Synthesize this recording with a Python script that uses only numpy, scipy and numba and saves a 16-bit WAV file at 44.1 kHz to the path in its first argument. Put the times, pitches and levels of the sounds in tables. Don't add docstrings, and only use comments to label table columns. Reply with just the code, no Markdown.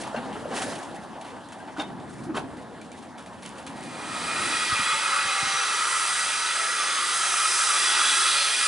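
import sys
import numpy as np
from scipy import signal
from scipy.fft import rfft, irfft, next_fast_len
from scipy.io import wavfile
from scipy.ndimage import uniform_filter1d
from numba import njit

SR = 44100
rng = np.random.default_rng(int(sys.argv[2]) if len(sys.argv) > 2 else 0)


def to_wav(s):
    ch = np.atleast_2d(s).T
    pcm = np.round(np.clip(ch, -1, 1) * 32767)
    wavfile.write(sys.argv[1], SR, pcm.astype(np.int16))


def decibels_to_gain(level_db):
    exponent = np.asarray(level_db, float) / 20
    return 10 ** exponent


N = 382347
T = np.arange(N) / SR
HZ = np.fft.rfftfreq(next_fast_len(N), 1 / SR) + 1e-3

# frequency in Hz, side minus mid in dB.
ROLL_SIDE = [(60, -15), (110, -13), (190, -16.5), (340, -11), (610, -15), (1090, -12), (1950, -25),
             (3490, -10.5), (6230, -8), (11100, -9)]
# frequency in Hz, density in dB per Hz.
LEAK_COLOUR = [(120, -36), (200, -17), (404, -25), (463, -18), (804, -4), (1050, -14), (1830, -3),
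               (2020, -11.5), (9780, -14.5), (11000, -17), (14300, -53), (22000, -120)]


def on_hz(points):
    f, db = np.transpose(points)
    return np.interp(np.log(HZ), np.log(f), db)


def on_time(table, silent_db=-120):
    s, *cols = np.transpose(table)
    level = np.interp(T, s, cols[0], silent_db, silent_db)
    return [level] + [np.interp(T, s, c) for c in cols[1:]]


def hump(middle, half):
    return np.cos(np.pi / 2 * np.clip((T - middle) / half, -1, 1)) ** 2


def unit(x):
    return x / np.sqrt(np.mean(x ** 2))


def walk(rate):
    k = int(SR / rate)
    held = np.repeat(rng.standard_normal(N // k + 1), k)
    return unit(uniform_filter1d(uniform_filter1d(held, k), k)[:N])


def bands(db, side, lo_hz, hi_hz, swell_db, flicker_db, flicker_rate):
    noise = rfft(rng.standard_normal((2, next_fast_len(N))))
    shape = decibels_to_gain(np.array([db, db + on_hz(side)])) * noise
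    out, swell = 0, swell_db * walk(6)
    place = 2 * np.log2(HZ)
    for centre in np.arange(np.ceil(2 * np.log2(lo_hz)), 2 * np.log2(hi_hz)):
        window = np.cos(np.pi / 2 * np.clip(place - centre, -1, 1)) ** 2
        level = decibels_to_gain(swell + flicker_db * walk(flicker_rate))
        out = out + level * irfft(shape * window)[:, :N]
    return out / np.sqrt(np.mean(out[0] ** 2))


def burst(s, rise, t60):
    t = np.arange(int((3 * rise + t60) * SR)) / SR
    shape = (1 - np.exp(-t / rise)) ** 2 * 1000 ** (-t / t60)
    return int(s * SR), shape / shape.max()


def band(x, lo_hz, hi_hz):
    return unit(signal.sosfilt(signal.butter(3, [lo_hz, hi_hz], "band", fs=SR, output="sos"), x))


def ring(x, modes):
    out = 0
    for hz, db, t60 in modes:
        pole = np.exp(2j * np.pi * hz / SR - np.log(1000) / (t60 * SR))
        out = out + decibels_to_gain(db) * signal.lfilter([1], [1, -pole], x).imag
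    return out


def rattle(blows, rise_ms, tick, tail_ms):
    out = np.zeros(N)
    for (s, db, mid_db), noise in zip(blows, rng.standard_normal((len(blows), SR // 3))):
        i, tail = burst(s, rise_ms / 1000, tail_ms / 1000)
        n = len(tail)
        shape = 0.39 * tail + tick * np.exp(-np.arange(n) / (0.0047 * SR))
        noise[-n] = 3.6
        colour = band(noise, 3440, 13400) + decibels_to_gain(mid_db + 6.0) * band(noise, 880, 3860)
        out[i:i + n] += decibels_to_gain(db - 9) * shape * colour[-n:]
    return out * decibels_to_gain(2.0 * walk(220))


def rolling():
    # time in seconds, level in dB.
    weight = [
        (0.0, -37),
        (0.6, -36),
        (0.85, -39.5),
        (1.5, -43.5),
        (2.0, -43),
        (3.3, -44.5),
        (3.85, -41.5),
        (4.45, -39.5),
        (4.7, -50),
    ]
    # frequency in Hz, density in dB per Hz.
    roll_colour = [(18, -56), (30, -30), (69, -12.5), (245, 0.5), (489, -7.5), (596, -7.5), (822, -4.5),
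                   (885, -5), (1160, -12), (1350, -15), (1720, -15), (2320, -25), (3120, -24.5),
                   (5930, -37), (11000, -37), (14300, -67), (22000, -120)]
    # frequency in Hz, side minus mid in dB.
    rumble_side = [(40, -12), (110, -10), (250, -6.5), (500, -9)]
    # middle in seconds, half length in seconds, extra rumble in dB.
    rough_track = [
        (2.01, 0.21, 3.5),
        (2.36, 0.53, 6.5),
        (1.5, 0.22, 0),
        (3.55, 0.5, 1.5),
        (3.6, 0.11, -3.5),
        (.3, .3, 0.5),
        (1.18, 0.3, -3.5),
    ]
    roar_db = on_time(weight)[0]
    shake_db = sum(db * hump(s, half) for s, half, db in rough_track)
    bass_db = -45.87 + 0.72 * (roar_db + 44) + shake_db
    leak_db = -64.5 + (roar_db + 44)
    colour = on_hz(roll_colour)
    roar = bands(colour, ROLL_SIDE, 400, 15000, 0.44, 2.5, 27.98)
    bass = bands(colour, rumble_side, 20, 400, 0.46, 1.7, 14)
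    leak = bands(on_hz(LEAK_COLOUR), ROLL_SIDE, 2500, 15000, 0.6, 1.9, 30.1)
    leak = leak * decibels_to_gain(2.5 * walk(45.4))
    fade = np.interp(T, [3.9, 4.7], [1, 0])
    return decibels_to_gain(roar_db) * roar + decibels_to_gain(bass_db) * bass * (T < 4.7) + decibels_to_gain(leak_db) * leak * fade


def drain_cock():
    # valve opens in seconds, level in dB, time held in seconds.
    spits = [
        (-.05, -41.5, 0.057),
        (.512, -38.5, 0.22),
        (.775, -50, 0.032),
    ]
    open_s, sag_db_per_s, shut_t60_s = 0.044, 12, 0.19
    valve = 0
    for s, db, held in spits:
        opening = np.clip((T - s) / open_s, 0, 1) ** 2
        sag_db = sag_db_per_s * np.clip(T - s - open_s, 0, held)
        shut_db = 60 * np.clip(T - s - held, 0, None) / shut_t60_s
        valve = valve + opening * decibels_to_gain(db - sag_db - shut_db)
    spurts = decibels_to_gain(1.4 * walk(63.0))
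    steam = bands(on_hz(LEAK_COLOUR), ROLL_SIDE, 200, 15000, .5, 1.5, 31.1)
    return decibels_to_gain(3.5) * valve * spurts * steam


def rods():
    # start in seconds, peak in dB, 1.5-4 kHz minus peak in dB.
    rod_blows = [(0.009, -25.5, -10), (0.0283, -35, 3), (0.0714, -32, -12), (0.162, -38.5, 5),
                 (0.328, -36, -2), (0.4004, -46, -3), (0.5652, -24, -1), (0.5777, -27, 0), (0.619, -26, -2),
                 (0.723, -32, -3), (0.753, -30.5, -2), (0.7815, -31, -7), (0.829, -32, -6),
                 (0.946, -36, -5), (1.0303, -40, -3), (1.2115, -38, 0), (1.247, -38.5, -1),
                 (1.265, -37, -1), (1.292, -40, 1.5), (1.487, -46, -3), (1.5217, -35, -3.5),
                 (1.6746, -47, 6.5), (1.773, -35, -1), (1.8018, -32, 0), (2, -49, 3), (2.1254, -40, -8),
                 (2.1826, -42, -6), (2.2343, -37, -9), (2.352, -32, -3), (2.366, -27, 0.5)]
    return rattle(rod_blows, rise_ms=5, tick=.6, tail_ms=110)


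def knocks():
    # start in seconds, peak in dB, thud in Hz, clank minus peak in dB, rise in ms.
    joints = [(0.058, -27, 730, -16, 6.2), (.144, -21.5, 613, -21.5, 1.15), (0.165, -22.5, 237, -21, 7.6),
              (0.252, -35, 700, -15, 1.7), (.35, -25, 410, -19, 5.9), (.454, -27.5, 588, -23, 1.6),
              (.5, -23.5, 780, -10, 24.3), (.6, -24.5, 772, -9, 11.6), (.66, -35, 715, -5, 8.5),
              (.715, -24.5, 645, -17, 9), (1.361, -31, 300, -17, 3.5), (1.671, -32, 766, -18, 12.5),
              (1.762, -31.5, 920, -13, 4.1), (1.779, -24, 297, -21.5, 5.5), (1.789, -22, 794, -5, 6.7),
              (1.816, -29, 885, -13, 4.1), (1.893, -35, 262, -16, 3.6), (2.263, -34, 354, -36, 18),
              (2.288, -26, 320, -31.5, 12), (2.34, -24, 1066, -11, 8.4), (2.364, -18.5, 767, -13, 7.2),
              (2.437, -34.5, 261, -36, 5.6), (2.529, -39, 314, -35, 13), (2.839, -41, 246, -29, 8)]
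    # frequency in Hz, level in dB, decay time t60 in seconds.
    rail_modes = [(700, 5, 0.055), (948, 3, 0.07), (1500, 6, 0.067), (2180, -23, 0.016), (2600, -14, .03),
                  (3150, 2, 0.033)]
    thud, scrape = np.zeros(N), np.zeros(N)
    noise = rng.standard_normal((len(joints), 2, SR // 2))
    for (s, db, hz, clank_db, rise_ms), (a, b) in zip(joints, noise):
        decay_ms = 60 + 4.6 * rise_ms
        i, shape = burst(s, rise_ms / 1000, decay_ms / 1000)
        n = len(shape)
        pure = np.clip(-(clank_db + 14.5) / 20, .15, .6)
        note = 3.8 * pure * np.sin(2 * np.pi * hz * np.arange(n) / SR)
        body = (1.15 - pure) * (0.35 * band(a, hz / 1.47, hz * 1.21) + 0.74 * band(a, 157, 1520))
        thud[i:i + n] += decibels_to_gain(db - 7.5) * shape * (note + body[-n:])
        scrape[i:i + n] += decibels_to_gain(db + clank_db - 12.5) * shape ** 0.85 * b[:n]
    clank = signal.sosfilt(signal.butter(2, [1000, 5000], "band", fs=SR, output="sos"), scrape)
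    return thud + decibels_to_gain(7.0) * clank + decibels_to_gain(-25.5) * ring(scrape, rail_modes)


def snaps():
    # start in seconds, peak in dB, pitch in Hz.
    stones = [(.146, -33, 700), (.150, -26, 600), (.257, -31, 800), (.456, -27, 650), (1.768, -32, 1100),
              (2.345, -31, 1300), (.535, -37, 900), (.575, -26, 5000), (.623, -29, 1500), (.752, -35, 5000),
              (1.214, -32, 9010), (1.250, -33, 1300), (1.488, -32, 9000), (1.522, -38, 9500),
              (2.815, -36, 7000), (2.918, -32, 7000), (1.801, -33, 1200), (2.374, -16.5, 890),
              (3.261, -37, 7500), (3.270, -36, 9000), (3.424, -34, 6000), (3.433, -30, 9000),
              (3.454, -32, 2950), (3.829, -34, 1600), (3.76, -37, 1500), (3.262, -38, 2400),
              (3.452, -38, 7000), (3.462, -21, 8500), (3.492, -26, 9500), (3.557, -38, 6000),
              (3.582, -34, 8000), (3.667, -25, 8500), (3.808, -31, 8650), (3.829, -38, 4870),
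              (3.838, -26, 8400)]
    out = np.zeros(N)
    for s, db, hz in stones:
        turn = hz * np.arange(int(5 * SR / hz)) / SR
        i = int(s * SR)
        out[i:i + len(turn)] += decibels_to_gain(db) * 1.43 * np.sin(2 * np.pi * turn) * np.exp(-turn / 0.97)
    return signal.sosfilt(signal.butter(2, 300, "high", fs=SR, output="sos"), out)


def rail_rings():
    # start in seconds, frequency in Hz, level in dB, decay time t60 in seconds.
    struck = [(.160, 1560, -34, 0.06), (.162, 2770, -38, 0.078), (.162, 4250, -45, .07),
              (1.60, 1600, -43, .1), (1.797, 3670, -27, 0.04), (1.813, 3590, -35, 0.051),
              (1.836, 3680, -44, .12), (1.766, 1480, -38, .06), (1.797, 2790, -34, 0.046),
              (1.853, 3000, -51, .12), (2.19, 2310, -49, 0.046), (2.46, 3060, -59, .08),
              (2.812, 2350, -44, 0.041), (2.917, 2320, -50, .07), (3.456, 3080, -44, .05)]
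    out = np.zeros(N)
    for s, hz, db, t60 in struck:
        i, shape = burst(s, 0.0016, t60)
        n = len(shape)
        out[i:i + n] += decibels_to_gain(db) * shape * np.sin(2 * np.pi * hz * np.arange(n) / SR)
    return out


def ballast():
    # start in seconds, peak in dB.
    crunches = [(2.569, -40), (2.6095, -44), (2.812, -37.5), (2.9165, -36), (2.9725, -40), (3.019, -40),
                (3.178, -33.5), (3.2615, -36), (3.326, -42), (3.4244, -33), (3.461, -38), (3.451, -32),
                (3.491, -38), (3.5585, -37), (3.583, -34), (3.838, -44), (3.665, -30.5), (3.76, -36),
                (3.798, -43), (3.828, -34)]
    return rattle([(s, db, -3) for s, db in crunches], rise_ms=3, tick=.3, tail_ms=240)


@njit
def resonate(x, hz, width):
    y, b, l = np.empty(len(x)), 0., 0.
    for i in range(len(x)):
        g, k = np.tan(np.pi * hz[i] / SR), width / hz[i]
        v = (b + g * (x[i] - l)) / (1 + g * (g + k))
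        b, l, y[i] = 2 * v - b, l + 2 * g * v, k * v
    return y


def sharp_resonance(flow, centre, width):
    return resonate(resonate(flow, centre, 1. * width), centre, 1. * width)


def vent_pipe(flow, tuning, note_db, low_db, edge_db, treble_db):
    # frequency in Hz, width in Hz, level in dB, growth in dB per second.
    pipe_modes = [(368.3, 40, -20, 0), (583, 25, -15.5, -0.5), (923, 49, -12, -2), (1056, 61, -11, -0.5),
                  (1187, 25, -0.5, -0.1), (1281.3, 35, 4, 0.3), (1332, 38, -0.5, 0.4), (1479, 21, 1, 0.2),
                  (1672, 100, -3.5, 0), (1902, 128, -2.5, -1), (1968, 42, -5.5, -0.5), (2140, 79, -9, -1),
                  (2440, 94, -3, -0.5), (2537, 81, -8.5, -0.7), (2622, 78, -4.5, 0), (3003, 36, -8.5, 0),
                  (3215, 31, -5.5, -0.5), (3420, 90, -8.5, 1), (3846, 40, -7, 1), (4036, 100, -8.5, -1),
                  (4950, 140, -8, 1), (5200, 110, -10, 0.4), (5737, 160, -15, .5), (5830, 81, -10.5, 2),
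                  (6335, 200, -13, .8), (8400, 1600, -15.5, 0), (9180, 270, -18, 4),
                  (10090, 160, -9.5, 0.5)]
    out = np.zeros(N)
    for hz, width, db, growth_db in pipe_modes:
        if 1150 < hz < 1450:
            share_db = note_db
        elif hz > 4500:
            share_db = treble_db
        elif hz > 2600:
            share_db = edge_db
        else:
            share_db = low_db if hz < 1000 else .4 * low_db
        if hz < 1450:
            centre, wander_db = hz * tuning, 0.73 * walk(12)
        else:
            centre, wander_db = hz * (1 + .009 * walk(1.3)), 1.34 * walk(7)
            
        wander_db = wander_db + (1.1 * walk(2.465))
        level = decibels_to_gain(db + 18.6 + share_db + growth_db * (T - 6.5) + wander_db)
        out += level * sharp_resonance(flow, centre, width)
    return out


def carriage_gaps(flow):
    # middle in seconds, half length in seconds, frequency in Hz, width in Hz, level in dB.
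    cavities = [(6.63, 0.13, 670, 12, -0.5), (5.4, 0.6, 790, 16, -2), (6.65, 0.56, 1200, 20, -1),
                (7.95, 0.33, 860, 18, -5), (8.4, 0.33, 565, 13, -10.5), (5.1, 0.39, 560, 19, -13.5),
                (7.22, 0.34, 375, 20, -14.5), (5.75, .15, 850, 20, -1), (5.26, 0.7, 2125, 28, 0),
                (5.54, .3, 1890, 25, 2), (4.67, 0.68, 2430, 73, -5.5), (4.54, 0.73, 1940, 41, -7),
                (8.65, 0.42, 2450, 40, 0.5), (7.92, 0.74, 2400, 27, -9), (6.4, 0.61, 5690, 90, -19),
                (5.7, .6, 5850, 140, -8.5), (6.73, 0.32, 5200, 150, -7), (7.68, .6, 5500, 110, -8.5),
                (7.4, 0.97, 6360, 170, -8.5), (4.9, 0.18, 7800, 140, -7), (6.6, 0.53, 9200, 200, -12),
                (8.3, 0.32, 4200, 34, -5.5), (8.2, 0.55, 3390, 80, -9), (4.74, 0.54, 3380, 40, -6.5)]
    out = np.zeros(N)
    for s, half, hz, width, db in cavities:
        centre = hz * (1 + .0045 * walk(3.035))
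        out += decibels_to_gain(db + 20.0 + 2.4 * walk(9)) * hump(s, half) * sharp_resonance(flow, centre, width)
    return out


def carriage_echoes(x, echo_db, reach, hold):
    hop, taps = int(hold * SR), int(reach * SR)
    out, fade = np.zeros((2, N + 3 * hop + taps)), signal.windows.hann(2 * hop)
    padded = np.pad(x, ((0, 0), (hop, 2 * hop)))
    fall = decibels_to_gain(echo_db) * 30 ** (-np.arange(taps) / taps) / np.sqrt(taps / 7)
    for i in range(0, N + hop, hop):
        common, left, right = rng.standard_normal((3, taps))
        paths = fall * (common + 0.085 * np.array([left, right]))
        paths[:, :taps // 5] = 0
        paths[:, 0] = 1
        out[:, i:i + 2 * hop + taps - 1] += signal.fftconvolve(padded[:, i:i + 2 * hop] * fade, paths, axes=1)
    return out[:, hop:hop + N]


def jet():
    # time in seconds, steam flow in dB, share of the vent in open view from 0 to 1,
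    # pipe note in dB, pipe tuning as a ratio.
    blow_off = [(3.7, -36.5, 0.04, 3, 0.96), (4.4, -28.5, 0.11, 1.5, 1.004), (4.9, -30, 0.06, 3.5, 0.96),
                (5.3, -30.5, 0.2, 2.5, 0.98), (5.6, -30, 0.17, 1.5, 0.99), (5.9, -31, 0.5, 4.5, 1.01),
                (6.25, -30, 0.33, -1, 1.01), (6.7, -31.5, 0.41, 1.5, 1.025), (7.0, -29, 0.22, 1.5, 0.93),
                (7.2, -30.5, 0.69, 3, 0.99), (7.58, -29.5, 0.89, 3.5, 1.0), (7.85, -27, 0.47, -2, 0.99),
                (8.27, -25, 0.3, -1.5, 1.03), (8.55, -28, 0.4, -2.5, 1), (8.67, -27.5, 0.63, 2, 1)]
    # frequency in Hz, density in dB per Hz.
    jet_colour = [(18, -80), (30, -45.5), (329, -25), (364, -22), (658, -21), (842, -15), (1110, -7.5),
                  (1280, 1), (1560, -12.5), (2560, -18), (4300, -15.5), (5790, -5.5), (6710, -5.5),
                  (9720, -7), (11000, -10.5), (14300, -47), (22000, -120)]
    # frequency in Hz, side minus mid in dB.
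    jet_side = [(60, -16), (110, -27), (190, -19), (340, -10), (610, -9.5), (1090, -7), (1950, -16),
                (3490, -9), (6230, -12), (11100, -13.5)]
    # frequency in Hz, width in Hz, level change in dB.
    echo_dips = [(1006, 25, -12.5), (1143, 69, -10.5), (1482, 21, -16), (1790, 33, -1), (2630, 62, 5),
                 (4170, 650, -4.5), (5530, 230, -2.5), (6780, 600, -6), (9430, 120, 3)]
    # middle in seconds, depth in dB.
    slugs = [
        (4.67, -12),
        (8.57, -22),
    ]
    # middle in seconds, half length in seconds, level change in dB.
    surges = [(4.014, .1, 1.5), (4.714, .06, 2), (4.45, .15, -2), (4.9, 0.053, 3.5), (4.982, 0.065, -6.5),
              (5.591, 0.065, 5.5), (6.08, .05, -1), (7.374, .09, 2.5), (7.5, 0.057, -7),
              (8.004, 0.053, 4.5), (5.15, .15, 5.5), (8.62, .05, -2)]
    flow_db, view, ring_db, tuning = on_time(blow_off)
    fade_in = np.sin(np.pi / 2 * np.interp(T, [3.484, 4.92], [1e-3, 1]))
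    jet_db = flow_db + 40 * np.log10(fade_in)
    note_db = ring_db - .3 + .8 * walk(12)
    note_db = note_db + sum(db * hump(s, .045) for s, db in slugs)
    note_db = note_db + sum(db * hump(s, half) for s, half, db in surges)
    treble_db = -4 + 9.5 * view
    low_db = -0.8 * (flow_db + 30.5)
    edge_db = 0.068 * (treble_db + 6.0)
    colour = on_hz(jet_colour) + sum(db / (1 + (2 * (HZ - f) / w) ** 2) for f, w, db in echo_dips)
    roar = bands(colour, jet_side, 20, 1100, 0.25, 2.15, 7.2)
    note = bands(colour, jet_side, 1100, 1500, 0.19, 0.73, 29)
    body = bands(colour, jet_side, 1500, 2600, .3, .7, 9)
    edge = bands(colour, jet_side, 2600, 4500, .3, .7, 9)
    treble = bands(colour, jet_side, 4500, 15000, .3, 1.0, 10)
    steam = decibels_to_gain(low_db - 8.5) * roar + decibels_to_gain(note_db - 5.5) * note + decibels_to_gain(0.66 * low_db - 7.5) * body
    mid, side = steam + decibels_to_gain(edge_db - 4.0) * edge + decibels_to_gain(treble_db - 2.0) * treble
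    flow = rng.standard_normal(N)
    mid = mid + vent_pipe(flow, tuning, note_db, low_db, edge_db, treble_db) + carriage_gaps(flow)
    pan_db = np.array([[-0.1], [0.1]])
    ears = np.array([mid + side, mid - side]) * decibels_to_gain(jet_db - 0.09 + pan_db)
    return carriage_echoes(ears, echo_db=-6.5, reach=0.05, hold=0.606)


def wind():
    # start in seconds, peak in dB.
    bumps = [(4.499, -53), (4.717, -30), (4.789, -32), (4.859, -48), (4.93, -35), (5.089, -41),
             (5.179, -52), (5.249, -38), (5.423, -31), (5.459, -36), (5.529, -39), (5.859, -63),
             (6.099, -53)]
    since = T - 4.4
    gust_db = -54.5 - 60 * np.clip(T - 4.8, 0, None) / 0.48
    breeze_db = -58 - 4 * since
    gusts = (since > 0) * (decibels_to_gain(gust_db) + decibels_to_gain(breeze_db)) * decibels_to_gain(2.5 * walk(14))
    for s, db in bumps:
        i, shape = burst(s, 0.0044, 0.073)
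        gusts[i:i + len(shape)] += decibels_to_gain(db - 9.5) * shape
    mid, side = (band(rng.standard_normal(N), 72, 296) for _ in range(2))
    return gusts * (mid + 0.48 * side * np.array([[1], [-1]]))


def scene():
    mid, side = rolling() + drain_cock()
    blows = rods() + knocks() + snaps() + rail_rings() + ballast()
    n = SR // 4
    scatter = rng.standard_normal((2, n)) * 1000 ** (-np.arange(n) / (.25 * SR))
    echoes = decibels_to_gain(-39.5) * signal.fftconvolve(blows[None], scatter, axes=1)[:, :N]
    return np.array([mid + side, mid - side]) + blows + echoes + jet() + wind()


def band_limit(x):
    return signal.sosfilt(signal.butter(12, 11730, fs=SR, output="sos"), x)


def record(dry):
    # frequency in Hz, lead of the left in radians.
    port_phase = [(0, 0.07), (2070, -0.77), (4390, -0.011), (5940, -0.33), (11300, -0.061)]
    # frequency in Hz, left minus right in dB.
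    port_balance = [(0, 0.3), (1200, 0.6), (2000, -0.2), (4000, -2), (11300, -0.5)]
    top_hz = SR / 4
    edge = decibels_to_gain(np.interp(HZ, [top_hz - 40, top_hz + 60, top_hz + 700], [0, -50, -75]))
    lead = np.interp(HZ, *np.transpose(port_phase))
    balance_db = np.interp(HZ, *np.transpose(port_balance))
    lean = .5j * lead + np.log(decibels_to_gain(balance_db / 2))
    ports = np.exp(lean * np.array([[1], [-1]]))
    mix = irfft(rfft(dry, next_fast_len(N)) * edge * ports)[:, :N]
    return band_limit(mix)


dry = scene()
out = record(dry)
to_wav(out)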